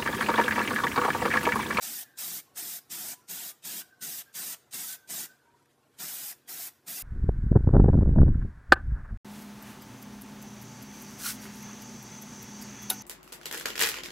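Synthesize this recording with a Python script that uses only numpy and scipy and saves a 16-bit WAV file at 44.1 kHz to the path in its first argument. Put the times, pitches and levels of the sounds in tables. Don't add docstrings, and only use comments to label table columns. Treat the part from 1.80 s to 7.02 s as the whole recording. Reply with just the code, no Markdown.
import sys
import numpy as np
from scipy import signal
from scipy.fft import rfft, irfft, next_fast_len
from scipy.io import wavfile
from scipy.ndimage import uniform_filter1d, map_coordinates

SR = 44100
rng = np.random.default_rng(int(sys.argv[2]) if len(sys.argv) > 2 else 0)


def master_out(mix):
    frames = np.transpose(np.atleast_2d(mix))
    ceiling = np.clip(frames, -1, 1)
    pcm = np.round(ceiling * 32767).astype(np.int16)
    wavfile.write(sys.argv[1], SR, pcm)


def voltage_ratio(level):
    return 10 ** (np.asarray(level, float) / 20)


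N = 230378

# (valve half open [s], valve half shut [s], jet hiss [dB],
# leak before opening, relative to the hiss [dB], swell over the pass [dB])
SPRAY_PRESSES = [(0.019, .235, -38, -48, -7), (0.382, 0.603, -37.5, -45, -0.5),
                 (0.766, .99, -38.5, -26, -4), (1.108, 1.341, -37.5, -41, 1.5),
                 (1.491, 1.717, -39, -45, -2.5), (1.846, 2.02, -38, -20, -0.8),
                 (2.219, 2.42, -39, -45, -3.5), (2.549, 2.747, -36.5, -25, 1.5),
                 (2.931, 3.159, -38, -18.5, -4.5), (3.296, 3.46, -36, -18, -0.5),
                 (4.195, 4.529, -38.5, -26, -2.8), (4.686, 4.891, -40.5, -30, 0.2),
                 (5.075, 5.27, -40.5, -45, -2.8)]
LEAK_S, LEAK_RISE_S = 0.02, 0.0042


def unit(x):
    return x / np.sqrt(np.mean(x ** 2) + 1e-20)


def along(points, hz):
    f, v = np.transpose(points)
    return np.interp(np.log(hz + 1), np.log(f + 1), v)


def wobble(rate):
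    knots = rng.standard_normal(int(N * rate / SR) + 4)
    return map_coordinates(knots, [np.arange(N) * rate / SR])


def bumps(rows):
    t = np.arange(N) / SR
    power = sum(voltage_ratio(2 * db) * np.exp(-((t - s) / width) ** 2) for s, width, db in rows)
    return np.sqrt(power)


def filtered(x, response):
    m = next_fast_len(N + 8192)
    gain = response(np.fft.rfftfreq(m, 1 / SR))
    return irfft(rfft(x, m) * gain, m)[..., :N]


def rush(spectrum, patchy_db, grain_db=0):
    grains = rng.standard_normal(N) * voltage_ratio(grain_db * wobble(900))
    z = signal.stft(grains, nperseg=512)[2]
    patches = uniform_filter1d(rng.standard_normal(z.shape), size=5, axis=0)
    patches = uniform_filter1d(patches, size=7, axis=1)
    x = signal.istft(z * voltage_ratio(patchy_db * unit(patches)), nperseg=512)[1][:N]
    return unit(filtered(x, lambda hz: voltage_ratio(along(spectrum, hz))))


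def tail(decay, seconds):
    hz, t, z = signal.stft(rng.standard_normal(int(seconds * SR)), SR, nperseg=256)
    fade_db = -60 * t / along(decay, hz)[:, None]
    x = signal.istft(z * voltage_ratio(fade_db), SR, nperseg=256)[1]
    return x / np.linalg.norm(x)


def fan():
    # (frequency [Hz], rms level [dB])
    motor_lines = [(120, -86.5), (138, -81.5), (360, -92), (480, -82.5), (585, -85.5), (720, -86),
                   (840, -94.5), (1080, -86.5), (1200, -88), (1320, -100)]
    # (frequency [Hz], density [dB per Hz])
    air_colour = [(15, -68), (25, -49), (80, -9.5), (107, -7.5), (188, -15), (227, -6.5), (390, -7),
                  (471, -10), (510, -14.5), (807, -13), (1240, -19.5), (1350, -13.5), (2070, -22.5),
                  (14000, -31), (15600, -43)]
    t = np.arange(N) / SR
    hum = np.zeros(N)
    for hz, db in motor_lines:
        gain = voltage_ratio(db + 2.5 + 1.3 * wobble(4.7))
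        hum += gain * np.sin(2 * np.pi * hz * t + 0.34 * wobble(7.2))
    air_db = -70 + 0.8 * wobble(5.12)
    return hum + voltage_ratio(air_db) * rush(air_colour, patchy_db=1.5)


def bird():
    # (start [s], length [s], start pitch [Hz], end pitch [Hz], level [dB])
    whistles = [(0.173, 0.067, 1830, 1724, -55.5), (.255, 0.044, 1980, 1960, -67),
                (0.24, 0.07, 1700, 1610, -63), (.30, .1, 1610, 1566, -63), (.66, 0.1, 1050, 1150, -72),
                (1.30, 0.12, 980, 1000, -65), (1.415, 0.062, 1330, 1417, -69),
                (2.0, 0.085, 1500, 1580, -56), (2.105, 0.11, 1580, 1510, -64.5),
                (2.21, 0.048, 1500, 1500, -57), (2.291, 0.062, 1600, 1670, -63),
                (2.38, 0.062, 1724, 1715, -59), (2.46, 0.09, 1625, 1540, -64.5),
                (2.57, 0.043, 1484, 1520, -56), (3.08, 0.074, 1495, 1590, -52.5),
                (3.173, 0.13, 1578, 1517, -66), (3.415, 0.045, 1480, 1470, -57),
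                (3.49, 0.064, 1516, 1550, -57.5), (3.58, 0.09, 1570, 1530, -70.5),
                (3.679, 0.077, 1550, 1567, -71), (3.654, .09, 925, 965, -66.5),
                (3.745, 0.045, 955, 935, -68), (3.81, 0.045, 954, 975, -75)]
    x = np.zeros(N + SR)
    for s, length, start_hz, end_hz, db in whistles:
        u = np.arange(int(length * SR)) / (length * SR)
        glide_hz = start_hz + (end_hz - start_hz) * u
        hz = glide_hz * (1 + 0.022 * np.sin(2 * np.pi * 65 * u * length))
        swell = np.sin(np.pi * u ** 0.45) ** 0.67
        note = np.sin(2 * np.pi * np.cumsum(hz) / SR) * swell
        note = note * (1 + 0.35 * np.sin(2 * np.pi * 55 * u * length))
        echo = signal.fftconvolve(note, tail([(900, 0.65), (2000, 0.5)], seconds=0.6))
        call = 0.6 * echo + 1.02 * np.pad(note, (0, len(echo) - len(note)))
        x[round(s * SR):][:len(call)] += voltage_ratio(db + 1.4 * wobble(45)[:len(call)]) * call
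    return x[:N]


def hand():
    # (time [s], width [s], level [dB])
    glove_rubs = [
        (3.59, .02, -90),
        (3.785, .03, -77),
        (3.826, .006, -77),
        (3.859, 0.0044, -70),
        (3.91, .015, -77),
        (4.165, 0.034, -74),
    ]
    # (time [s], peak level [dB], pitch [Hz])
    clamp_ticks = [
        (3.5914, -66, 8900),
        (3.8262, -62, 7630),
        (3.8586, -66, 5800),
        (3.858, -62, 1700),
        (3.9114, -72, 8900),
        (3.9314, -67, 7790),
        (4.1514, -68, 7770),
    ]
    # (frequency [Hz], density [dB per Hz])
    skin = [(900, -120), (1500, 0), (5000, -11), (10000, -12), (15500, -22)]
    x = bumps(glove_rubs) * voltage_ratio(2.9 * wobble(60)) * rush(skin, patchy_db=-3, grain_db=0)
    t = np.arange(400) / SR
    for s, db, hz in clamp_ticks:
        tick = 0.66 * np.sin(2 * np.pi * hz * t) + 0.6 * rng.standard_normal(len(t))
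        x[round(s * SR):][:len(t)] += voltage_ratio(db - 0.5 - 60 * t / 0.012) * tick
    return x


def booth(x):
    # (frequency [Hz], time to fall 60 dB [s])
    wall_decay = [(200, 0.98), (2000, 0.65), (8000, 0.35), (15000, 0.34)]
    starts = [round((press[0] - LEAK_S - LEAK_RISE_S) * SR) for press in SPRAY_PRESSES[1:]]
    cuts = [0] + starts + [N]
    out = np.zeros(N + SR)
    for a, b in zip(cuts, cuts[1:]):
        echo = signal.fftconvolve(x[a:b], tail(wall_decay, seconds=0.5))
        out[a:a + len(echo)] += echo
    return out[:N]


def valve():
    # (time from half open [s], level [dB])
    valve_opening = [
        (-.019, -53),
        (-.010, -18),
        (-.005, -9),
        (0, -8),
        (.006, -1.5),
        (.012, -1),
    ]
    # (time from half shut [s], level [dB])
    valve_closing = [
        (-.024, -1),
        (-.012, -4),
        (0, -8),
        (.008, -19),
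        (.022, -27),
        (.045, -53),
    ]
    t = np.arange(N) / SR
    on, off, db, leak_db, swell_db = np.transpose(SPRAY_PRESSES)
    press = np.searchsorted((off[:-1] + on[1:]) / 2, t)
    since = t - on[press]
    progress = np.clip(since / (off - on)[press], 0, 1) - 0.5
    seep = leak_db[press] + np.interp(since, [-LEAK_S - LEAK_RISE_S, -LEAK_S, 0], [-30, 0, 1.5])
    snap = np.interp(since, *np.transpose(valve_opening), left=-90)
    opening = np.maximum(snap, np.minimum(seep, 0))
    closing = np.interp(t - off[press], *np.transpose(valve_closing), right=-90)
    return db[press] + swell_db[press] * progress, opening, closing, progress, press


def spray():
    # (frequency [Hz], density [dB per Hz])
    hiss_colour = [(2530, -30), (4300, -12), (5250, -3.5), (8080, -2), (8760, -0.5), (9810, -5),
                   (10800, -4.5), (13300, -2), (14700, 0), (15600, -11.5)]
    cone_colour = [(1120, -51), (1900, -8), (2470, -4), (2790, -3), (3800, 0), (4410, -5), (4700, 1),
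                   (6110, -23.5), (10300, -120)]
    can_colour = [(310, -29), (520, -12), (564, -5.5), (692, 4.5), (864, -1), (955, 0.5), (1060, -4),
                  (1500, 3.5), (1610, 2.5), (1950, 3.5), (2100, -1), (2730, -10), (4620, -120)]
    part_colour = [(47, -51), (80, -36.5), (150, 1.5), (194, 2.5), (292, -0.5), (329, -1.5), (368, -1.5),
                   (540, -13.5), (700, -54), (1190, -120)]
    # (time [s], width [s], drumming over the hiss [dB])
    part_crossings = [(.11, 0.053, -21), (.54, .1, -22), (.84, 0.045, -20), (1.18, 0.18, -21),
                      (1.57, 0.073, -18.5), (1.95, 0.13, -19.5), (2.25, 0.067, -16.5), (2.64, .1, -22.5),
                      (2.97, 0.085, -24), (3.35, 0.11, -19.5), (4.215, 0.044, -18), (4.42, 0.1, -25.5),
                      (4.72, .09, -19.5), (5.1, 0.07, -19.5)]
    # (can [dB], cone [dB], sizzle [dB])
    finger_grips = [(-1, 0.4, 0.6), (-0.5, 0, 0.9), (0, -1, 0.1), (0, -0.8, 0.2), (0.2, -1.1, -0.5),
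                    (1.1, 0.7, .3), (-0.8, 0.1, 0.6), (0, .3, 0.5), (-0.7, 0.1, .3), (-0.2, -0.2, 0.1),
                    (1, -0.4, 0.1), (2.5, -0.3, 0.9), (1.3, -0.7, 1)]
    steady_db, opening, closing, progress, press = valve()
    turned_db = steady_db + 38
    half_open, half_shut = np.clip(-np.array([opening, closing]) / 7.5, 0, 1)

    def layer_db(over_hiss_db, ignores, drift_db, opening_db, closing_db):
        level_db = over_hiss_db - ignores * turned_db + drift_db * progress
        return level_db + opening_db * half_open + closing_db * half_shut

    can_db = layer_db(-16, ignores=-0.1, drift_db=-3, opening_db=-2.5, closing_db=9)
    cone_db = layer_db(-11, ignores=0.53, drift_db=-1.5, opening_db=2, closing_db=3.5)
    sizzle_db = layer_db(1.48, ignores=0.85, drift_db=0.7, opening_db=-4.5, closing_db=-1)
    grip_db = np.transpose(finger_grips)[:, press]

    hiss = rush(hiss_colour, patchy_db=0.5, grain_db=0.5)
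    sizzle = filtered(hiss, lambda hz: np.clip((hz - 9300) / 1000, 0, 1))
    hiss = hiss - sizzle + voltage_ratio(sizzle_db + grip_db[2]) * sizzle
    cone = voltage_ratio(cone_db + grip_db[1] - 0.66) * rush(cone_colour, patchy_db=1.5, grain_db=1.3)
    can = voltage_ratio(can_db + grip_db[0] - 0.62) * rush(can_colour, patchy_db=1.0)
    drumming = voltage_ratio(-33.5) + bumps(part_crossings)
    part = drumming * voltage_ratio(1.03 * wobble(38)) * rush(part_colour, patchy_db=0.0)
    flutter = 0.43 * wobble(30) + 0.5 * wobble(150)
    return voltage_ratio(steady_db + opening + closing + flutter + 0.55) * (hiss + cone + can + part)


def streaks(x, depth_db, hole_db, holes):
    z = signal.stft(x, nperseg=2048)[2]
    flicker, dropout = rng.standard_normal((2, len(z) // 4 + 1, z.shape[1]))
    gain_db = depth_db * flicker + hole_db * (dropout > holes)
    gain_db = np.repeat(gain_db, 4, axis=0)[:len(z)]
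    gain_db[:24] = 0
    return signal.istft(z * voltage_ratio(gain_db), nperseg=2048)[1][:N]


def fills():
    # (time [s], low edge [Hz], high edge [Hz], level [dB])
    wide_flashes = [(0.415, 4600, 5700, -53), (.413, 10300, 11800, -51), (0.553, 6900, 9000, -47),
                    (.552, 10300, 11800, -50), (1.667, 13100, 14500, -48), (2.249, 9000, 10400, -52),
                    (4.477, 4200, 5200, -56), (4.477, 11100, 12500, -54), (4.709, 11100, 13300, -50),
                    (4.802, 13700, 15100, -48)]
    side, bump = np.zeros(N), np.hanning(2048)
    f = np.fft.rfftfreq(len(bump), 1 / SR)
    for s, low_hz, high_hz, db in wide_flashes:
        inside = (f > low_hz) & (f < high_hz)
        band = irfft(rfft(rng.standard_normal(len(bump))) * inside)
        side[round(s * SR) - len(bump) // 2:][:len(bump)] += voltage_ratio(db) * unit(band) * bump
    return np.array([side, -side])


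def scene():
    jet = spray()
    mono = fan() + bird() + hand() + voltage_ratio(-17.5) * booth(jet) + jet
    return np.array([mono, mono])


def top_cut(x):
    return signal.sosfilt(signal.butter(12, 16620, fs=SR, output="sos"), x)


def record(dry):
    mono = streaks(dry[0], depth_db=3.0, hole_db=-17, holes=1.8)

    def band_limit(hz):
        return voltage_ratio(-70 * np.clip((hz - 15260) / 160, 0, 1) ** 1.5)

    mix = filtered(mono + fills(), band_limit)
    return top_cut(mix)


dry = scene()
out = record(dry)
master_out(out)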